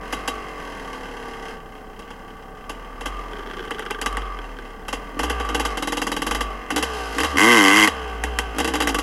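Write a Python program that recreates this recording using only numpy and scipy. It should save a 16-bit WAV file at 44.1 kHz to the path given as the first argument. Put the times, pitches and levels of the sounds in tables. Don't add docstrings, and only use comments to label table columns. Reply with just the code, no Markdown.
import sys
import numpy as np
from scipy import signal
from scipy.fft import rfft, irfft
from scipy.io import wavfile
from scipy.ndimage import uniform_filter1d

SR = 44100
rng = np.random.default_rng(int(sys.argv[2]) if len(sys.argv) > 2 else 0)


def write(x):
    x = np.atleast_2d(x).T
    wavfile.write(sys.argv[1], SR, np.round(np.clip(x, -1, 1) * 32767).astype(np.int16))


N = 397782
TIME = np.arange(N) / SR
SIZE = 8192
FREQ = np.arange(SIZE // 2 + 1) * SR / SIZE


def undb(db):
    return 10 ** (np.asarray(db) / 20)


def unit(x):
    return x / np.sqrt(np.mean(x ** 2))


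def lookup(x, table):
    return np.interp(x, *np.transpose(table))


def curves(table):
    times, *columns = np.transpose(table)
    return [np.interp(TIME, times, column) for column in columns]


def gate(start, end, fade_s):
    return np.clip(np.minimum(TIME - start, end - TIME) / fade_s + .5, 0, 1)


def noise():
    return rng.standard_normal(N)


def drift(rate_hz):
    hold = int(SR / rate_hz)
    steps = np.repeat(rng.standard_normal(N // hold + 1), hold)
    return unit(uniform_filter1d(steps, hold)[:N])


def highpass(hz, order=4):
    return -10 * np.log10(1 + (hz / (FREQ + 10)) ** (2 * order))


def lowpass(hz, order=2):
    return -10 * np.log10(1 + (FREQ / hz) ** (2 * order))


def eq(points):
    hz, db = np.transpose(points)
    return np.interp(np.log(FREQ + 1), np.log(hz), db) + highpass(hz[0] / 2)


def bells(modes):
    return sum(db / (1 + (2 * (FREQ - hz) / width) ** 2) for hz, width, db in modes)


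def ring(x, db):
    cepstrum = irfft(np.log(unit(undb(db)) + 1e-6))
    cepstrum[1:SIZE // 2] *= 2
    cepstrum[SIZE // 2 + 1:] = 0
    return signal.oaconvolve(x, irfft(np.exp(rfft(cepstrum))))[:N]


def scatter(x, spread_s, step_hz, lead=512):
    delay = np.interp(FREQ / step_hz, np.arange(SIZE), rng.random(SIZE) ** 2) * spread_s
    response = irfft(np.exp(-2j * np.pi * np.cumsum(delay) * SR / SIZE))
    return signal.oaconvolve(x, np.roll(response, lead)[:SIZE // 2])[lead:N + lead]


def clicks(times, sizes):
    at = np.asarray(times)[:, None] * SR
    index = at.astype(int) + np.arange(-7, 9)
    taps = np.sinc(index - at) * np.sinc((index - at) / 8) * np.asarray(sizes)[:, None]
    return np.bincount(np.clip(index, 0, N).ravel(), taps.ravel(), N + 1)[:N]


def puffs(times, sizes, decay_s, tail_db, tail_s):
    t = TIME[:SR // 3]
    decay = np.exp(-2 * t / decay_s) + undb(2 * tail_db) * np.exp(-2 * t / tail_s)
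    triggers = clicks(np.round(times * SR) / SR, sizes ** 2)
    power = signal.fftconvolve(triggers, decay / decay.sum())[:N]
    return noise() * np.sqrt(np.abs(power))


def strokes(turns, jitter_s, spread_db):
    times = np.interp(np.arange(1, int(turns[-1])), turns, TIME)
    chance = rng.standard_normal((1000, 2))[:len(times)]
    sizes = np.sqrt(np.gradient(times) * SR) * undb(spread_db * chance[:, 1])
    return times + jitter_s * chance[:, 0], sizes


def by_speed(hz, cruise_db, db_per_octave, cruise_hz=45):
    return cruise_db + db_per_octave * np.log2(hz / cruise_hz)


# crank f/Hz, level/dB
THROB_LEVEL = [(32, -43.5), (43, -37.5), (55, -30), (70, -27.5), (82, -30), (100, -36), (120, -34)]
# t/s, throb gain/dB, chamber gain/dB
HELMET_RIDES = [(0, -1, -6), (.35, -7, 1.5), (.6, -6, -17), (1.1, -1, -4), (2.3, -3.5, -4.5),
                (3.15, 3.5, 5), (3.85, -3, 3.5), (4.15, 6, 9), (4.8, 1, -6), (5.3, 0, 3), (6.1, -1, 3.5),
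                (6.48, 3.5, 1.5), (6.68, -8, -3.5), (7.35, -4.5, 4.5), (7.95, -9.5, 0), (8.25, 2, -5),
                (8.7, -6, -9), (9, 1, 6.5)]


def throb(turns, hz):
    tone = np.sqrt(2) * np.sin(2 * np.pi * turns)
    rumble_eq = eq([(20, -2), (60, -2), (110, -10.5), (190, -2.5), (300, -7), (900, -11.5), (3000, -39)])
    rumble = ring(noise(), rumble_eq)
    tone_db = lookup(hz, THROB_LEVEL) + curves(HELMET_RIDES)[0]
    return tone * undb(tone_db + .35 * drift(20)) + rumble * undb(-44 + 1.1 * drift(2.5))


# multiple of the crank rate, relative level/dB
GEAR_WHINE = [(7, -11.5), (12, -23), (13, -17.5), (14, -17.5), (16, -12), (19, -16)]


def churn(turns, count=64):
    harmonics = np.exp(2j * np.pi * rng.random(count)) * undb(3 * rng.standard_normal(count))
    harmonics[:3] = 0
    one_turn = unit(irfft(harmonics, SIZE))
    index = np.arange(SIZE)
    whine = sum(undb(db) * np.sin(2 * np.pi * multiple * index / SIZE) for multiple, db in GEAR_WHINE)
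    return np.interp(turns % 1 * SIZE, index, one_turn + whine)


# f/Hz, width/Hz, gain/dB
METAL_MODES = [(271, 95, 9), (468, 63, 6.5), (649, 45, 2.5), (768.4, 42, 6.5), (1148.6, 69, 8),
               (1347, 103, -8), (1540, 91, 6), (2082, 290, 6.5), (2290, 132, -11), (2730, 72, 7),
               (3160, 570, 10.5), (3610, 74, -16), (3853, 53, 17.5), (4210, 1080, -17.5), (4825, 71, 14),
               (6270, 78, -1), (9060, 1000, -9.5), (10270, 640, 5), (11550, 420, 5), (12800, 1400, -6)]
# f/Hz, level/dB
CLATTER_EQ = [(59, -42), (100, -0.5), (325, -8), (419, -2), (577, -7.5), (768, -3), (1010, -7), (1140, -2),
              (1380, -5), (3170, -14.5), (4500, -36), (5850, -33), (9900, -120)]
# crank f/Hz, share/0-1
RATTLE_SHARE = [(33, 0.59), (55, 0.41)]


def clatter(turns, hz, times, sizes):
    colour = eq(CLATTER_EQ) + 1.19 * bells(METAL_MODES) + highpass(162, order=3)
    silencer = bells([(310, 140, -2), (432, 24, 5.5), (949, 136, 4.5)])
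    drone = unit(ring(churn(turns), colour + silencer))
    knocks = puffs(times, sizes, decay_s=.008, tail_db=-5, tail_s=.045)
    rattle = ring(knocks, colour + highpass(700, order=1))
    looseness = lookup(hz, RATTLE_SHARE)
    return np.sqrt(1 - looseness ** 2) * drone + looseness * rattle


# f/Hz, level/dB
RASP_EQ = [(2800, -11), (4200, 6.5), (5000, 0.5), (7000, -3), (8800, -7), (10500, -4.5), (11900, -9),
           (12800, -17), (16000, -34)]
# f/Hz, width/Hz, gain/dB
FIN_MODES = [(2820, 130, 12), (3150, 180, 8), (5090, 180, 9), (6100, 220, 5)]


def rasp(times, sizes):
    scrapes = puffs(times, sizes, decay_s=.0024, tail_db=-7, tail_s=.059)
    return ring(scrapes, eq(RASP_EQ) + .27 * bells(METAL_MODES) + bells(FIN_MODES))


# start t/s, end t/s, drag/(Hz per s), clatter level/dB, rasp level/dB (both before the mix trims)
CLUTCH_BITES = [(0, 1.57, -0.5, -35, -47.5), (3.15, 3.9, 5, -41, -55), (4.25, 5.1, 10, -46, -61),
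                (5.66, 5.78, 57, -31.5, -44.5), (6.3, 6.68, 6.5, -36.5, -55.5), (6.85, 7.35, 0, -32, -38),
                (8.55, 8.6, 35, -32, -44)]
CLUTCH_FADE_S = .1


def coasting(turns, hz):
    times, sizes = strokes(turns, jitter_s=.002, spread_db=2)
    clatter_gain = undb(np.minimum(by_speed(hz, cruise_db=-36, db_per_octave=14.5), -29))
    rasp_gain = undb(np.minimum(by_speed(hz, cruise_db=-52, db_per_octave=13.8), -42))
    for start, end, _, clatter_db, rasp_db in CLUTCH_BITES:
        engaged = gate(start, end, CLUTCH_FADE_S)
        clatter_gain = np.hypot(clatter_gain, engaged * undb(clatter_db))
        rasp_gain = np.hypot(rasp_gain, engaged * undb(rasp_db))
    body = undb(-1) * clatter_gain * clatter(turns, hz, times, sizes)
    return body + undb(-5) * rasp_gain * rasp(times, sizes)


def chamber(turns, hz):
    steel = bells([(1170, 137, 21.5)]) + highpass(770) + lowpass(1460, order=4)
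    shaking = .8 * unit(ring(churn(turns), steel)) + .6 * ring(noise(), steel)
    tremolo = 1 + .22 * np.cos(2 * np.pi * turns)
    level_db = by_speed(hz, cruise_db=-41.5, db_per_octave=12) + curves(HELMET_RIDES)[1]
    return shaking * tremolo * undb(level_db)


# t/s, relative bang level/dB, relative hiss level/dB, f/Hz the crank is left at
FIRING_CUES = [(0.126, -12, -26.5, 49.1), (0.277, -11, -22.5, 50.35), (1.992, -28, -43, 33),
               (2.104, -24.5, -48, 35.26), (2.695, -17.5, -32, 39.75), (3.009, -19, -38, 41.5),
               (3.058, -14, -28.5, 46.1), (3.65, -27, -56, 34.8), (3.707, -15, -44, 35),
               (3.793, -18.5, -56, 34.4), (3.852, -30, -60, 35.5), (3.907, -13.5, -40, 36.8),
               (4.014, -13.5, -29, 40.6), (4.06, -11, -26.5, 46), (4.126, -26.5, -50, 47.1),
               (4.169, -15.5, -40, 48.47), (4.882, -16, -30.5, 40), (4.928, -11.5, -26.5, 46.6),
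               (5.192, -10, -25, 53.7), (5.232, -10, -23.5, 60.3), (5.298, -11.5, -25.5, 63.7),
               (5.399, -14, -34, 59.4), (5.449, -21, -41, 58), (5.489, -14.5, -31.5, 58.4),
               (5.546, -8.5, -22.5, 58.6), (5.597, -9, -22.5, 57.5), (5.651, -9.5, -22.5, 58.2),
               (5.772, -13, -26.5, 44.4), (5.824, -12, -25, 43), (5.873, -11.5, -24, 43),
               (5.922, -11, -24.5, 43), (5.97, -11, -24, 44.3), (6.017, -10, -23, 42.7),
               (6.068, -11.5, -25, 45), (6.117, -11.5, -24, 44), (6.165, -11.5, -26.5, 40.8),
               (6.219, -12, -26, 43.5), (6.266, -11.5, -23, 48.7), (6.31, -10, -23.5, 50.8),
               (6.348, -11, -24, 52.8), (6.407, -11, -23.5, 52.4), (6.704, -11, -26, 52.2),
               (6.761, -9.5, -18.5, 60.7), (6.778, -11.5, -23, 62.6), (6.826, -9, -20, 67.5),
               (7.183, -9.5, -27, 58.7), (7.202, -9.5, -24, 63.5), (7.233, -10, -25, 73.2),
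               (7.246, -12, -25, 76.8), (7.874, -7, -23, 70.2), (8.237, -13.5, -30, 61.7),
               (8.387, -11, -25.5, 60.4), (8.584, -10.5, -23, 56.7), (8.601, -9, -25, 66.6),
               (8.645, -10.5, -25, 66), (8.676, -11.5, -24, 66.4), (8.737, -11.5, -26, 64.5),
               (8.754, -12.5, -26, 63), (8.803, -7.5, -24, 61), (8.821, -11.5, -23, 62),
               (8.872, -8.5, -20.5, 56), (8.89, -12, -23, 57), (8.945, -10, -24, 52.2),
               (8.986, -12.5, -22, 49.7)]
# f/Hz, level/dB
BANG_EQ = [(88, -45.5), (150, -2.5), (300, -3.5), (386, -14), (468, -2.5), (601, -11), (1160, -4.5),
           (2060, -10), (2310, -15), (2810, -9), (4120, -18), (10400, -26.5), (15000, -71)]
# t/s, crack gain/dB added to the bang's cue level
CRACK_RIDE = [(2, -23), (2.7, -11), (3.2, -24), (3.7, -6), (4.1, 0.5), (4.8, -29), (7.2, -5.5), (7.9, 1.5),
              (8.4, 3.5), (8.6, -4)]
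# f/Hz, level/dB
CRACK_EQ = [(500, -1), (1300, 5.5), (2200, 3.5), (4500, -6.5), (11000, -5.5), (15000, -29)]
# f/Hz, width/Hz, gain/dB
TAILPIPE_MODES = [(1960, 300, 11.5), (2930, 400, 2), (3850, 600, -2)]


def firings():
    times, bang_db, hiss_db, _ = np.transpose(FIRING_CUES)
    pipe_modes = bells([(504, 69, 2.6), (836, 72, 9.3), (2700, 76, 1)])
    colour = eq(BANG_EQ) + .95 * bells(METAL_MODES) + pipe_modes + highpass(287, order=3)
    blast = scatter(clicks(times + .001957, undb(bang_db)), spread_s=.014, step_hz=161)
    gas = puffs(times, undb(bang_db), decay_s=.015, tail_db=-10, tail_s=.049)
    bang = .88 * ring(blast, colour + lowpass(3000)) + .68 * ring(gas, colour + highpass(700, order=1))
    direct_db = bang_db + lookup(times, CRACK_RIDE)
    snap = puffs(times + .001, undb(direct_db + 15.5), decay_s=.002, tail_db=-13, tail_s=.008)
    crack = ring(snap, eq(CRACK_EQ) + bells(TAILPIPE_MODES))
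    fresh_gas = puffs(times, undb(hiss_db + 21.5), decay_s=.015, tail_db=-53, tail_s=.014)
    hiss = ring(fresh_gas, eq(RASP_EQ) + .75 * bells(METAL_MODES))
    return undb(16.5) * bang + crack + hiss


# t/s, relative level/dB
PASS_BY_RIDE = [(2.6, -67), (3.2, -47), (3.5, -31), (3.9, -28), (4.3, -43), (4.8, -66.5), (6, -60),
                (9, -64)]
# t/s, relative level/dB
PASS_BY_POPS = [(3.334, -24.5), (3.3694, -29), (3.3955, -31.5), (3.4337, -35), (3.4734, -25),
                (3.5123, -25.5), (3.5438, -31), (3.586, -27.5), (3.5942, -23), (3.6277, -26.5),
                (4.2202, -23), (4.3894, -25), (4.588, -25.5), (4.8268, -39)]
# f/Hz, level/dB
PUTTER_EQ = [(120, -30), (280, 5), (430, 15.5), (620, -21), (1150, 0), (1600, 2), (3000, -15), (4200, -18),
             (5500, -15), (7800, -31), (11000, -24), (15000, -28)]


def small_bike(crank_hz=26):
    turns = np.cumsum(crank_hz * (1 + .065 * drift(3.7))) / SR
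    times, sizes = strokes(turns, jitter_s=.0006, spread_db=1.5)
    putter = puffs(times, sizes, decay_s=.0078, tail_db=-26, tail_s=.03)
    putter *= undb(lookup(TIME, PASS_BY_RIDE) - 7)
    pop_times, pop_db = np.transpose(PASS_BY_POPS)
    gas = puffs(pop_times, undb(pop_db), decay_s=.006, tail_db=-22, tail_s=.02)
    pops = clicks(pop_times, undb(pop_db)) + .7 * gas
    silencer = bells([(436, 84, 5.5), (620, 180, -8), (1560, 130, 9.5), (3180, 640, 20)])
    return ring(putter + undb(17) * pops, eq(PUTTER_EQ) + silencer + lowpass(12100, order=8))


# start t/s, end t/s, honk level/dB
THROTTLE_BLIPS = [(5.147, 5.286, -34), (5.5, 5.633, -32.5), (5.763, 6.384, -34), (6.715, 6.816, -28.5),
                  (7.17, 7.25, -28.5), (7.344, 7.404, -24), (8.553, 9.1, -30)]


def intake(turns):
    times, sizes = strokes(turns, jitter_s=.0003, spread_db=1.2)
    air_box = bells([(290.5, 96, 17)]) + highpass(188) + lowpass(470, order=3)
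    throttle = sum(undb(db) * gate(start, end, fade_s=.038) for start, end, db in THROTTLE_BLIPS)
    return ring(clicks(times, sizes), air_box) * throttle


# t/s, boom level/dB, bark level/dB (both relative)
BURST_RIDES = [(7.33, -34, -36), (7.37, -14, -7.5), (7.44, -14.5, -11.5), (7.502, -13.5, -11.5),
               (7.748, -18, -11.5), (7.848, -17, -8.5), (7.86, -23, -17), (7.9, -40, -30)]
# f/Hz, level/dB
BARK_EQ = [(59, -47), (100, -24), (159, -50), (201, -10), (300, -12), (487, -8.5), (614, -17), (727, -9.5),
           (1370, -7), (2090, -6), (2320, -11), (3050, -11), (4100, -20.5), (10400, -26.5), (15500, -58)]
# f/Hz, width/Hz, gain/dB
HOT_PIPE_MODES = [(120, 83, 2), (317, 94, 11.5), (652, 65, -2), (1026, 170, 6), (1680, 720, -2),
                  (2130, 400, 6), (2300, 120, -2)]
# t/s, share/0-1
BOOM_FADE = [(7.36, 0), (7.425, 1), (7.865, 1), (7.89, 0)]
# t/s, share/0-1
BURN_SHARE = [(7.35, 0), (7.373, .5), (7.43, 1), (7.848, 1), (7.87, 0)]


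def full_throttle(turns):
    boom_db, bark_db = curves(BURST_RIDES)
    times, sizes = strokes(turns, jitter_s=.00006, spread_db=.8)
    colour = eq(BARK_EQ) + 1.08 * bells(METAL_MODES) + bells(HOT_PIPE_MODES)
    push = sizes * lookup(times, BOOM_FADE) * undb(np.interp(times, TIME, boom_db))
    pulses = scatter(clicks(times, push), spread_s=.00565, step_hz=307)
    boom = ring(pulses, colour + lowpass(1180))
    burn_db = np.interp(times, TIME, bark_db) + rng.standard_normal(len(times))
    burn = sizes * lookup(times, BURN_SHARE) * undb(burn_db)
    gas = puffs(times, burn, decay_s=.003, tail_db=-6, tail_s=.014)
    blast = scatter(clicks(times, burn), spread_s=.002974, step_hz=520)
    bark = .75 * ring(blast, colour + highpass(1400, order=3) + lowpass(3500))
    bark += .72 * ring(gas, colour + highpass(1100, order=3))
    hiss = ring(gas, eq(RASP_EQ) + .64 * bells(METAL_MODES))
    return boom + undb(-3.5) * bark + undb(-15.5) * hiss


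# t/s, f/Hz
REV_CURVE = [(7.36, 73.27), (7.41, 103), (7.49, 121.3), (7.54, 119), (7.61, 99.73), (7.69, 96.4),
             (7.77, 108.3), (7.86, 105.7), (7.91, 76.1), (7.94, 67.6)]


def crank_speed(start_hz=43.44, idle_hz=31.3, run_down_s=.6, kick_s=.0445):
    drag = sum(hz_per_s * gate(start, end, CLUTCH_FADE_S) for start, end, hz_per_s, _, _ in CLUTCH_BITES)
    unfired_hz = idle_hz - signal.lfilter([1 / SR], [1, -np.exp(-1 / (run_down_s * SR))], drag)
    times, _, _, kicked_hz = np.transpose(FIRING_CUES)
    times, kicked_hz = np.r_[0, times], np.r_[start_hz, kicked_hz]
    latest = np.searchsorted(times, TIME, side="right") - 1
    surplus_hz = kicked_hz - np.interp(times, TIME, unfired_hz)
    hz = unfired_hz + surplus_hz[latest] * np.exp((times[latest] - TIME) / run_down_s)
    hz = uniform_filter1d(hz, int(kick_s * SR))
    revving = (TIME > REV_CURVE[0][0]) & (TIME < REV_CURVE[-1][0])
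    return np.where(revving, lookup(TIME, REV_CURVE), hz)


def crank_turns(hz, wobble=.003):
    turns = np.cumsum(hz * (1 + wobble * drift(20))) / SR
    times = np.transpose(FIRING_CUES)[0]
    nudge = np.unwrap(-np.interp(times, TIME, turns) % 1, period=1)
    return turns + np.interp(TIME, times, nudge)


def scene():
    hz = crank_speed()
    turns = crank_turns(hz)
    bed = throb(turns, hz) + coasting(turns, hz) + chamber(turns, hz)
    accents = intake(turns) + firings() + full_throttle(turns)
    return (bed + accents + small_bike())[None]


def record(dry, ceiling=.74, top_hz=15900):
    rounded = dry / (1 + (dry / ceiling) ** 4) ** (1 / 4)
    return signal.sosfilt(signal.ellip(8, .2, 70, top_hz, fs=SR, output="sos"), rounded)


dry = scene()
out = record(dry)
write(out)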